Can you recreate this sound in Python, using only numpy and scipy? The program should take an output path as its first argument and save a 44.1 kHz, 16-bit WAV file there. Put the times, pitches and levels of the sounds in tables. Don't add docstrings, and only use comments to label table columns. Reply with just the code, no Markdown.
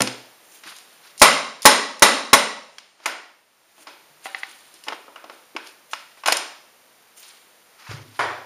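import sys
import numpy as np
from scipy import signal
from scipy.fft import rfft, irfft
from scipy.io import wavfile
from scipy.ndimage import uniform_filter1d

SR = 44100
rng = np.random.default_rng(int(sys.argv[2]) if len(sys.argv) > 2 else 0)


def elevation(decibels):
    levels = np.asarray(decibels, float)
    return 10 ** (levels / 20)


def int16_out(signal):
    q = np.round(np.clip(np.atleast_2d(signal).T, -1, 1) * 32767)
    wavfile.write(sys.argv[1], SR, q.astype(np.int16))


N = 372644

# frequency in Hz, density in dB per Hz.
HISS_SPECTRUM = [(30, -24.5), (70, -20), (250, -7), (600, -2.5), (2000, -5.5), (7000, -13), (10000, -11),
                 (15400, -15.5)]
# time in seconds, gain in dB.
HISS_DUCKING = [(0, -1.5), (1.2, -2), (2.801, -4.5), (3.0, -9.5), (3.5, -10.5), (3.9, -3.5), (6.5, -3.5),
                (7.0, -4), (8.45, -3)]
# peak time in seconds, level in dB,
# brightness in dB per band, swell in seconds, fade in seconds (20 dB each).
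RUSTLE_MOVES = [(0.558, -48.5, 5, .14, 0.088), (0.677, -40.5, -4.5, 0.036, 0.14),
                (0.8, -59.5, 1, 0.087, 0.15), (0.95, -58, 0.5, 0.2, 0.14), (1.05, -54.5, -6.5, .06, 0.23),
                (3.05, -55.5, -10, 0.074, 0.033), (3.828, -49, 3, .1, 0.026),
                (3.874, -63, -14.5, 0.026, 0.052), (4.25, -41, 2, 0.031, 0.11),
                (4.393, -44.5, -.4, 0.054, 0.044), (4.44, -57.5, -10, .025, 0.13),
                (4.5, -50, 2, 0.07, 0.31), (4.75, -56.5, -1.2, 0.38, .3), (4.95, -59, 5, 0.07, 0.14),
                (5.329, -55.5, -0.5, 0.055, 0.22), (5.678, -48.5, -4, .1, 0.099),
                (5.92, -50, 5, 0.036, 0.07), (6.0, -57, -1.5, 0.053, .3), (6.2, -59, -3.5, .1, .08),
                (7.175, -47.5, 5, 0.019, 0.29), (7.29, -55, -3, .08, 0.26), (7.8, -60, -6, .03, 0.16),
                (7.917, -49, -12, 0.12, 0.14), (8.17, -51, -2.8, 0.11, 0.083)]
CLOTH_BANDS_DB = [-5, 2.5, 1.1, -4]
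# frequency in Hz, t60 in seconds.
GARAGE_DECAY = [(100, 0.95), (260, 0.65), (700, 0.68), (1840, 0.64), (4850, 0.68), (9000, 0.5),
                (13000, 0.15)]
# frequency in Hz, level in dB.
WALL_COLOUR = [(100, -32.5), (200, 2.5), (300, 0.5), (1000, 0), (3000, -0.5), (7000, -4), (12000, -1.5),
               (15400, -14.5)]
# start in seconds, peak in dB, frequency in Hz, t60 in seconds.
THUDS = [(0.006, -31.5, 122, 0.45), (0.008, -22.5, 205, 0.21), (0.008, -24.5, 255, 0.38),
         (0.008, -28.5, 511, 0.47), (0.658, -42, 320, 0.1), (0.665, -54, 195, 0.17),
         (1.22, -33, 156.3, 0.6), (1.657, -33, 156, 0.3), (2.022, -37, 152, 0.27), (2.331, -29, 158, 0.17),
         (3.061, -57.5, 129, 0.091), (3.195, -55, 320, 0.14), (3.805, -53, 320, .12), (3.874, -50, 302, .1),
         (4.099, -62.5, 150.3, 0.48), (4.48, -52, 330, 0.18), (4.739, -54, 332, .15),
         (7.89, -31.5, 111, 0.42), (7.894, -42, 82, 0.4), (7.937, -33.5, 138.5, 0.35),
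         (7.99, -43, 103.4, 0.62), (8.059, -49.5, 251, 0.5), (8.191, -41, 123, 0.72), (8.25, -45, 96, 0.59)]
# start in seconds, peak in dB, frequency in Hz, t60 in seconds.
STEEL_PING = [
    (3.0605, -41, 13200, .18),
]
# start in seconds, then peak, body, bright and room levels in dB.
FAR_KNOCK = [
    (8.191, -5.5, -15, -18.5, 4.5),
]
# start in seconds, then peak, bright and room levels in dB.
TICKS = [(0.019, -8, 1, -11), (0.764, -44.5, 11.5, -2.5), (0.785, -43, 8, -12), (1.178, -49, 20, 0.5),
         (1.197, -48, 27, 6), (1.62, -41.5, 19, -1), (1.629, -33.5, 12.5, -4), (1.646, -37, 14, -4),
         (1.995, -42, 14.5, -12), (4.74, -52.5, 18, -9), (4.838, -39, 6, -3), (5.671, -41.5, 9.5, -13),
         (5.912, -46.5, 10, 4), (6.266, -24.5, -2, -16), (6.275, -22.5, 12, -6), (6.369, -19, 6.5, -8.5)]
# start in seconds, then peak, body, bright and room levels in dB.
TAPS = [(0.073, -16, -19, 3.5, -10.5), (0.636, -28.5, -29.5, -2, -4), (3.001, -42, -1, -5, -8),
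        (3.78, -41, -1, -9, -4), (2.783, -27, -27, 3, -12), (3.87, -26, -14, -3.5, -3),
        (4.868, -28.5, -4, -13, 5), (4.883, -9.5, -21, -8, -12), (4.901, -27.5, -6, -17, -21.5),
        (4.923, -12, -17.5, -17, -18), (4.93, -18, -20, -12, -18.5), (5.081, -27.5, -7.5, -38, -8),
        (5.159, -21.5, -20.5, -15, -6.5), (5.241, -26, -2, -10, -11), (5.297, -22, -11.5, -13, -8.5),
        (5.551, -39, 14.5, -7, -8.5), (5.564, -9.5, -24.5, -10.5, -12), (5.933, -10.5, -25.5, -5.5, -12),
        (6.173, -34.5, -15.5, -17, -4), (6.236, -19.5, -22, -11.5, -5), (7.23, -42, -28, 9, 0.5),
        (7.794, -51, -23, -5.5, 4), (7.911, -41, 10.5, 4.5, -4), (7.991, -43, 11, -6, -6)]
# start in seconds, then peak, body, bright and room levels in dB.
DRUMMING = [
    (4.257, -14, -18.5, -13, -8),
    (4.266, -20.5, -27, -5, -6),
    (4.347, -16, -28, -8.5, -6),
    (4.433, -14, -32, -6.5, -11),
]
# start in seconds, then peak, body, bright and room levels in dB.
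KNOCKS = [
    (0.005, -9, -3.5, -6.5, -12.5),
    (3.058, -8, -19.5, -10, -8),
    (6.259, -11.5, -19, -7, -1),
    (6.283, -3.5, -17, -14.5, -9.5),
    (6.322, -11, -10, 3, -11.5),
]
# start in seconds, then peak and room levels in dB.
BLOWS = [
    (1.217, 2.5, -7.5),
    (1.654, 5, -10.5),
    (2.022, 0, -7),
    (2.331, -1.5, -9.5),
]

# frequency in Hz, level in dB, t60 in seconds.
CAP_MODES = [(776, -1, 0.13), (1040, -13, 0.024), (2000, 14.5, 0.011), (2300, -20, .04), (2580, 5, 0.028),
             (3070, -18, .03)]
# frequency in Hz, level in dB, t60 in seconds.
PARTS_MODES = [(324, -4.5, 0.0093), (707, -5, 0.03), (913, -3.5, 0.033), (1075, -3.5, 0.057),
               (1210, -12.5, 0.023), (1880, -9.5, 0.012), (2010, -16, 0.021), (2223, -6.5, 0.06),
               (2600, -7, .02), (2860, 1, .015)]
# frequency in Hz, level in dB, t60 in seconds.
COVER_MODES = [(288, -3.5, 0.36), (414, -9, 0.12), (579, 2, 0.06), (857.6, 2, 0.21), (1039.3, -0.5, 0.092),
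               (1081, 0.5, 0.13), (1279, -8.5, .06), (1500, -13.5, 0.09), (1735, -14.5, 0.13),
               (2570, -18.5, 0.044), (472, -11, 0.18), (260, -11.5, .12), (4030, -10, .04), (5230, -9, .04)]
# frequency in Hz, width in Hz, boost in dB.
FAR_HUMPS = [(710, 210, 3.5), (1530, 790, 1), (2170, 510, 2.5), (2770, 320, -4.5)]
# frequency in Hz, width in Hz, boost in dB.
CAP_HUMPS = [(830, 96, 8), (1430, 320, -3.5), (2130, 380, 1.5)]
# frequency in Hz, width in Hz, boost in dB.
PARTS_HUMPS = [(345, 27, 11), (900, 600, 2.9), (2480, 500, 3.3), (2840, 1100, 2), (5100, 320, 6.2)]
# frequency in Hz, width in Hz, boost in dB.
COVER_HUMPS = [(278, 29, 6.5), (594, 92, 6), (932, 63, 7.5), (1113, 71, 7), (1980, 160, 7),
               (2690, 250, 2.5), (3940, 550, 4.5), (5280, 450, 5.5)]
TILT_HZ = [100, 400, 1400, 4500, 10000, 15500]


def band(x, low_hz, high_hz):
    return signal.sosfilt(signal.butter(2, [low_hz, high_hz], "band", fs=SR, output="sos"), x)


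def high_pass(x, hz):
    return signal.sosfilt(signal.butter(4, hz, "high", fs=SR, output="sos"), x)


def rms_one(x):
    return x / np.sqrt(np.mean(x ** 2) + 1e-20)


def at_hz(points, hz):
    table = np.array(points)
    return np.interp(np.log(hz), np.log(table[:, 0]), table[:, 1])


def fade(t, t60):
    return np.exp(-np.log(1000) * t / max(t60, .003))


def add(out, s, sound):
    start = round(s * SR)
    out[start:start + len(sound)] += sound[:N - start]


def third_octaves(size):
    white = rng.standard_normal((2, size))
    edges = 30 * 2 ** (np.arange(29) / 3)
    for k, (low, high) in enumerate(zip(edges, edges[1:])):
        yield np.sqrt(low * high), band(white[k % 2], low, high)


def tones(rows, rise_s):
    out, t = np.zeros(N), np.arange(SR // 2) / SR
    for s, db, hz, t60 in rows:
        sine = np.sin(2 * np.pi * hz * t)
        add(out, s, elevation(db) * sine * fade(t, t60) * (1 - np.exp(-t / rise_s)))
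    return out


def hiss():
    level_db, top_duck, blow_duck_db, blow_duck_s = -50.5, 1.25, -12.5, 1
    t = np.arange(N) / SR
    bands = [(hz, elevation(at_hz(HISS_SPECTRUM, hz)) * x) for hz, x in third_octaves(N)]
    low = sum(x for hz, x in bands if hz < 9000)
    top = sum(x for hz, x in bands if hz >= 9000)
    duck_db = np.interp(t, *np.transpose(HISS_DUCKING))
    shut = [(t > s) * np.clip(1 - ((t - s) / blow_duck_s) ** 2, 0, 1) for s, _, _ in BLOWS]
    top_db = top_duck * duck_db + blow_duck_db * np.max(shut, axis=0)
    return elevation(level_db) * (elevation(duck_db) * low + elevation(top_db) * top) / np.std(low + top)


def rustle():
    grains_per_s, grain_share, flutter_db = 5000, .6, 1.6
    grain_sizes = elevation(2.5 * np.minimum(rng.exponential(1, N), 4)) * rng.choice([-1, 1], N)
    grains = (rng.random(N) < grains_per_s / SR) * grain_sizes
    cloth = grain_share * rms_one(grains) + rng.standard_normal(N)
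    t = np.arange(0, N, 32) / SR
    s, db, bright_db, swell_s, fade_s = np.transpose(RUSTLE_MOVES)[:, :, None]
    movements_db = db - 20 * np.maximum((s - t) / swell_s, (t - s) / fade_s)
    bands_hz = [(900, 2700), (2000, 5600), (4500, 11000), (8000, 22000)]
    out = np.zeros(N)
    for k, (low, high) in enumerate(bands_hz):
        flutter = elevation(flutter_db * rms_one(band(rng.standard_normal(N), 8, 40)))
        level = elevation(movements_db + (k - 1.5) * bright_db + CLOTH_BANDS_DB[k]).sum(axis=0)
        out += np.interp(np.arange(N) / SR, t, level) * rms_one(flutter * band(cloth, low, high))
    return out


def garage(x, stretch):
    build_s = 0.0013
    t = np.arange(SR) / SR
    tail = np.zeros(SR)
    for hz, noise in third_octaves(len(t)):
        tail += elevation(at_hz(WALL_COLOUR, hz)) * noise * fade(t, stretch * at_hz(GARAGE_DECAY, hz))
    tail = tail * (1 - np.exp(-(t / build_s) ** 2))
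    return signal.fftconvolve(x, tail / np.sqrt(np.sum(tail ** 2)))[:N]


def thuds():
    partners = [(s, db - 8, hz * rng.uniform(1.07, 1.15), 1.1 * t60) for s, db, hz, t60 in THUDS]
    return high_pass(tones(THUDS + partners, rise_s=0.0017), 55)


def steel_ping():
    return tones(STEEL_PING, rise_s=0.0011)


def strike_colour(tilt, humps, bins_hz):
    ripple_db, ripple_bins = 1.6, 24
    hump_db = sum(db / (1 + (2 * (bins_hz - hz) / width) ** 2) for hz, width, db in humps)
    spot = rng.standard_normal(len(bins_hz))
    for _ in range(2):
        spot = uniform_filter1d(spot, size=ripple_bins)
    return elevation(at_hz(tilt, bins_hz) + hump_db + ripple_db * rms_one(spot))


def ringing(t, modes, tilt, ring_db, scatter_db):
    longest_ring_s, most_scatter_db = .13, 3.5
    chance = np.clip(rng.standard_normal((2, len(modes))), -1.5, 1.5)
    rings = np.zeros(len(t))
    for (hz, db, t60), strength, detune in zip(modes, *chance):
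        level_db = db + ring_db + min(scatter_db, most_scatter_db) * strength + at_hz(tilt, hz)
        sine = np.sin(2 * np.pi * hz * (1 + 0.0073 * detune) * t)
        rings += elevation(level_db) * sine * fade(t, min(t60, longest_ring_s))
    return rings


def contacts(rows, modes, humps, clatter_t60, hold_s, ring_db, scatter_db, rise_s, boost_db, dulling_db):
    ring_to_room = .4
    out, t = np.zeros((2, N)), np.arange(SR // 4) / SR
    bins_hz = np.fft.rfftfreq(len(t), 1 / SR) + 1
    settles = 0.4 + 0.71 / (1 + np.exp(np.minimum((t - hold_s) / 0.0053, 50)))
    for s, peak_db, body_db, bright_db, room_db in rows:
        top_db = bright_db + dulling_db
        tilt_db = [body_db - 6.5, body_db + 9.5, 0, bright_db - 0.5, top_db + 2.5, top_db - 16]
        tilt = np.transpose([TILT_HZ, tilt_db])
        colour = strike_colour(tilt, humps, bins_hz)
        white = rng.standard_normal(len(t))
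        clatter = 1.66 * irfft(rfft(white) * colour, len(t)) * fade(t, clatter_t60)
        clatter *= 1 - np.exp(-(t / (2.6 * rise_s)) ** 2)
        rings = ringing(t, modes, tilt, ring_db, scatter_db)
        peak = elevation(peak_db + boost_db)
        onset = peak * (1 - np.exp(-t / rise_s))
        add(out[0], s - rise_s, onset * settles * (rings + clatter))
        pulse = np.roll(irfft(colour, len(t)), SR // 300) * np.sqrt(SR * clatter_t60 / 8)
        feed = peak * pulse * (t < .02) + ring_to_room * onset * rings
        add(out[1], s - rise_s, elevation(room_db) * feed)
    return out


def far_knock():
    return contacts(FAR_KNOCK, PARTS_MODES, FAR_HUMPS, clatter_t60=0.044, hold_s=0.019, ring_db=-27,
                    scatter_db=0.0, rise_s=0.00062, boost_db=-1.4, dulling_db=-11.0)


def ticks():
    rows = [(s, db, -20.5, bright_db, room_db) for s, db, bright_db, room_db in TICKS]
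    return contacts(rows, PARTS_MODES, PARTS_HUMPS, clatter_t60=0.024, hold_s=0.0023, ring_db=-10.5,
                    scatter_db=3.0, rise_s=0.0002, boost_db=-0.66, dulling_db=-2)


def taps():
    return contacts(TAPS, PARTS_MODES, PARTS_HUMPS, clatter_t60=0.032, hold_s=0.004, ring_db=-8.0,
                    scatter_db=6.0, rise_s=0.00041, boost_db=-0.27, dulling_db=-17.5)


def drumming():
    return contacts(DRUMMING, CAP_MODES, CAP_HUMPS, clatter_t60=0.02, hold_s=0.0057, ring_db=-11.5,
                    scatter_db=-3.5, rise_s=0.00027, boost_db=0.9, dulling_db=-37)


def knocks():
    return contacts(KNOCKS, PARTS_MODES, PARTS_HUMPS, clatter_t60=0.043, hold_s=0.0043, ring_db=-8.5,
                    scatter_db=1.5, rise_s=.0005, boost_db=4.0, dulling_db=-7)


def blows():
    body_db, bright_db = -11.5, -6
    rows = [(s, db, body_db, bright_db, room_db) for s, db, room_db in BLOWS]
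    return contacts(rows, COVER_MODES, COVER_HUMPS, clatter_t60=0.093, hold_s=0.015, ring_db=-12.5,
                    scatter_db=3.0, rise_s=0.00082, boost_db=6.5, dulling_db=-2.0)


def scene():
    low_cut_hz, small_low_cut_hz = 63, 260
    jolt_db = -25.5
    firm = knocks()
    small = high_pass(firm + taps() + ticks() + drumming(), small_low_cut_hz)
    near = high_pass(-blows(), low_cut_hz) + small
    far = high_pass(far_knock(), small_low_cut_hz)
    direct = near[0] + far[0] + elevation(jolt_db) * firm[0]
    left = np.searchsorted([s - .005 for s, _, _ in BLOWS], np.arange(N) / SR) % 2 == 0
    echoes = garage(near[1] * left, stretch=0.85) + garage(near[1] * ~left, stretch=0.88)
    echoes += garage(far[1], stretch=0.97)
    return (hiss() + rustle() + thuds() + steel_ping() + echoes + direct)[None]


def low_pass(x):
    return signal.sosfilt(signal.butter(12, 15600, fs=SR, output="sos"), x)


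def record(dry):
    gap_hz, gap_width_hz, cutoff_hz, overload = 7890, 730, 15450, .96
    gap_edges_hz = [gap_hz - gap_width_hz / 2, gap_hz + gap_width_hz / 2]
    gap = signal.butter(2, gap_edges_hz, "bandstop", fs=SR, output="sos")
    top_cut = signal.ellip(8, .5, 50, cutoff_hz, fs=SR, output="sos")
    clipped = np.clip(signal.sosfilt(np.vstack([gap, top_cut]), dry), -overload, overload)
    smoothed = signal.sosfilt(signal.ellip(4, .5, 14, cutoff_hz, fs=SR, output="sos"), clipped)
    return low_pass(np.clip(smoothed, -1, 1))


dry = scene()
out = record(dry)
int16_out(out)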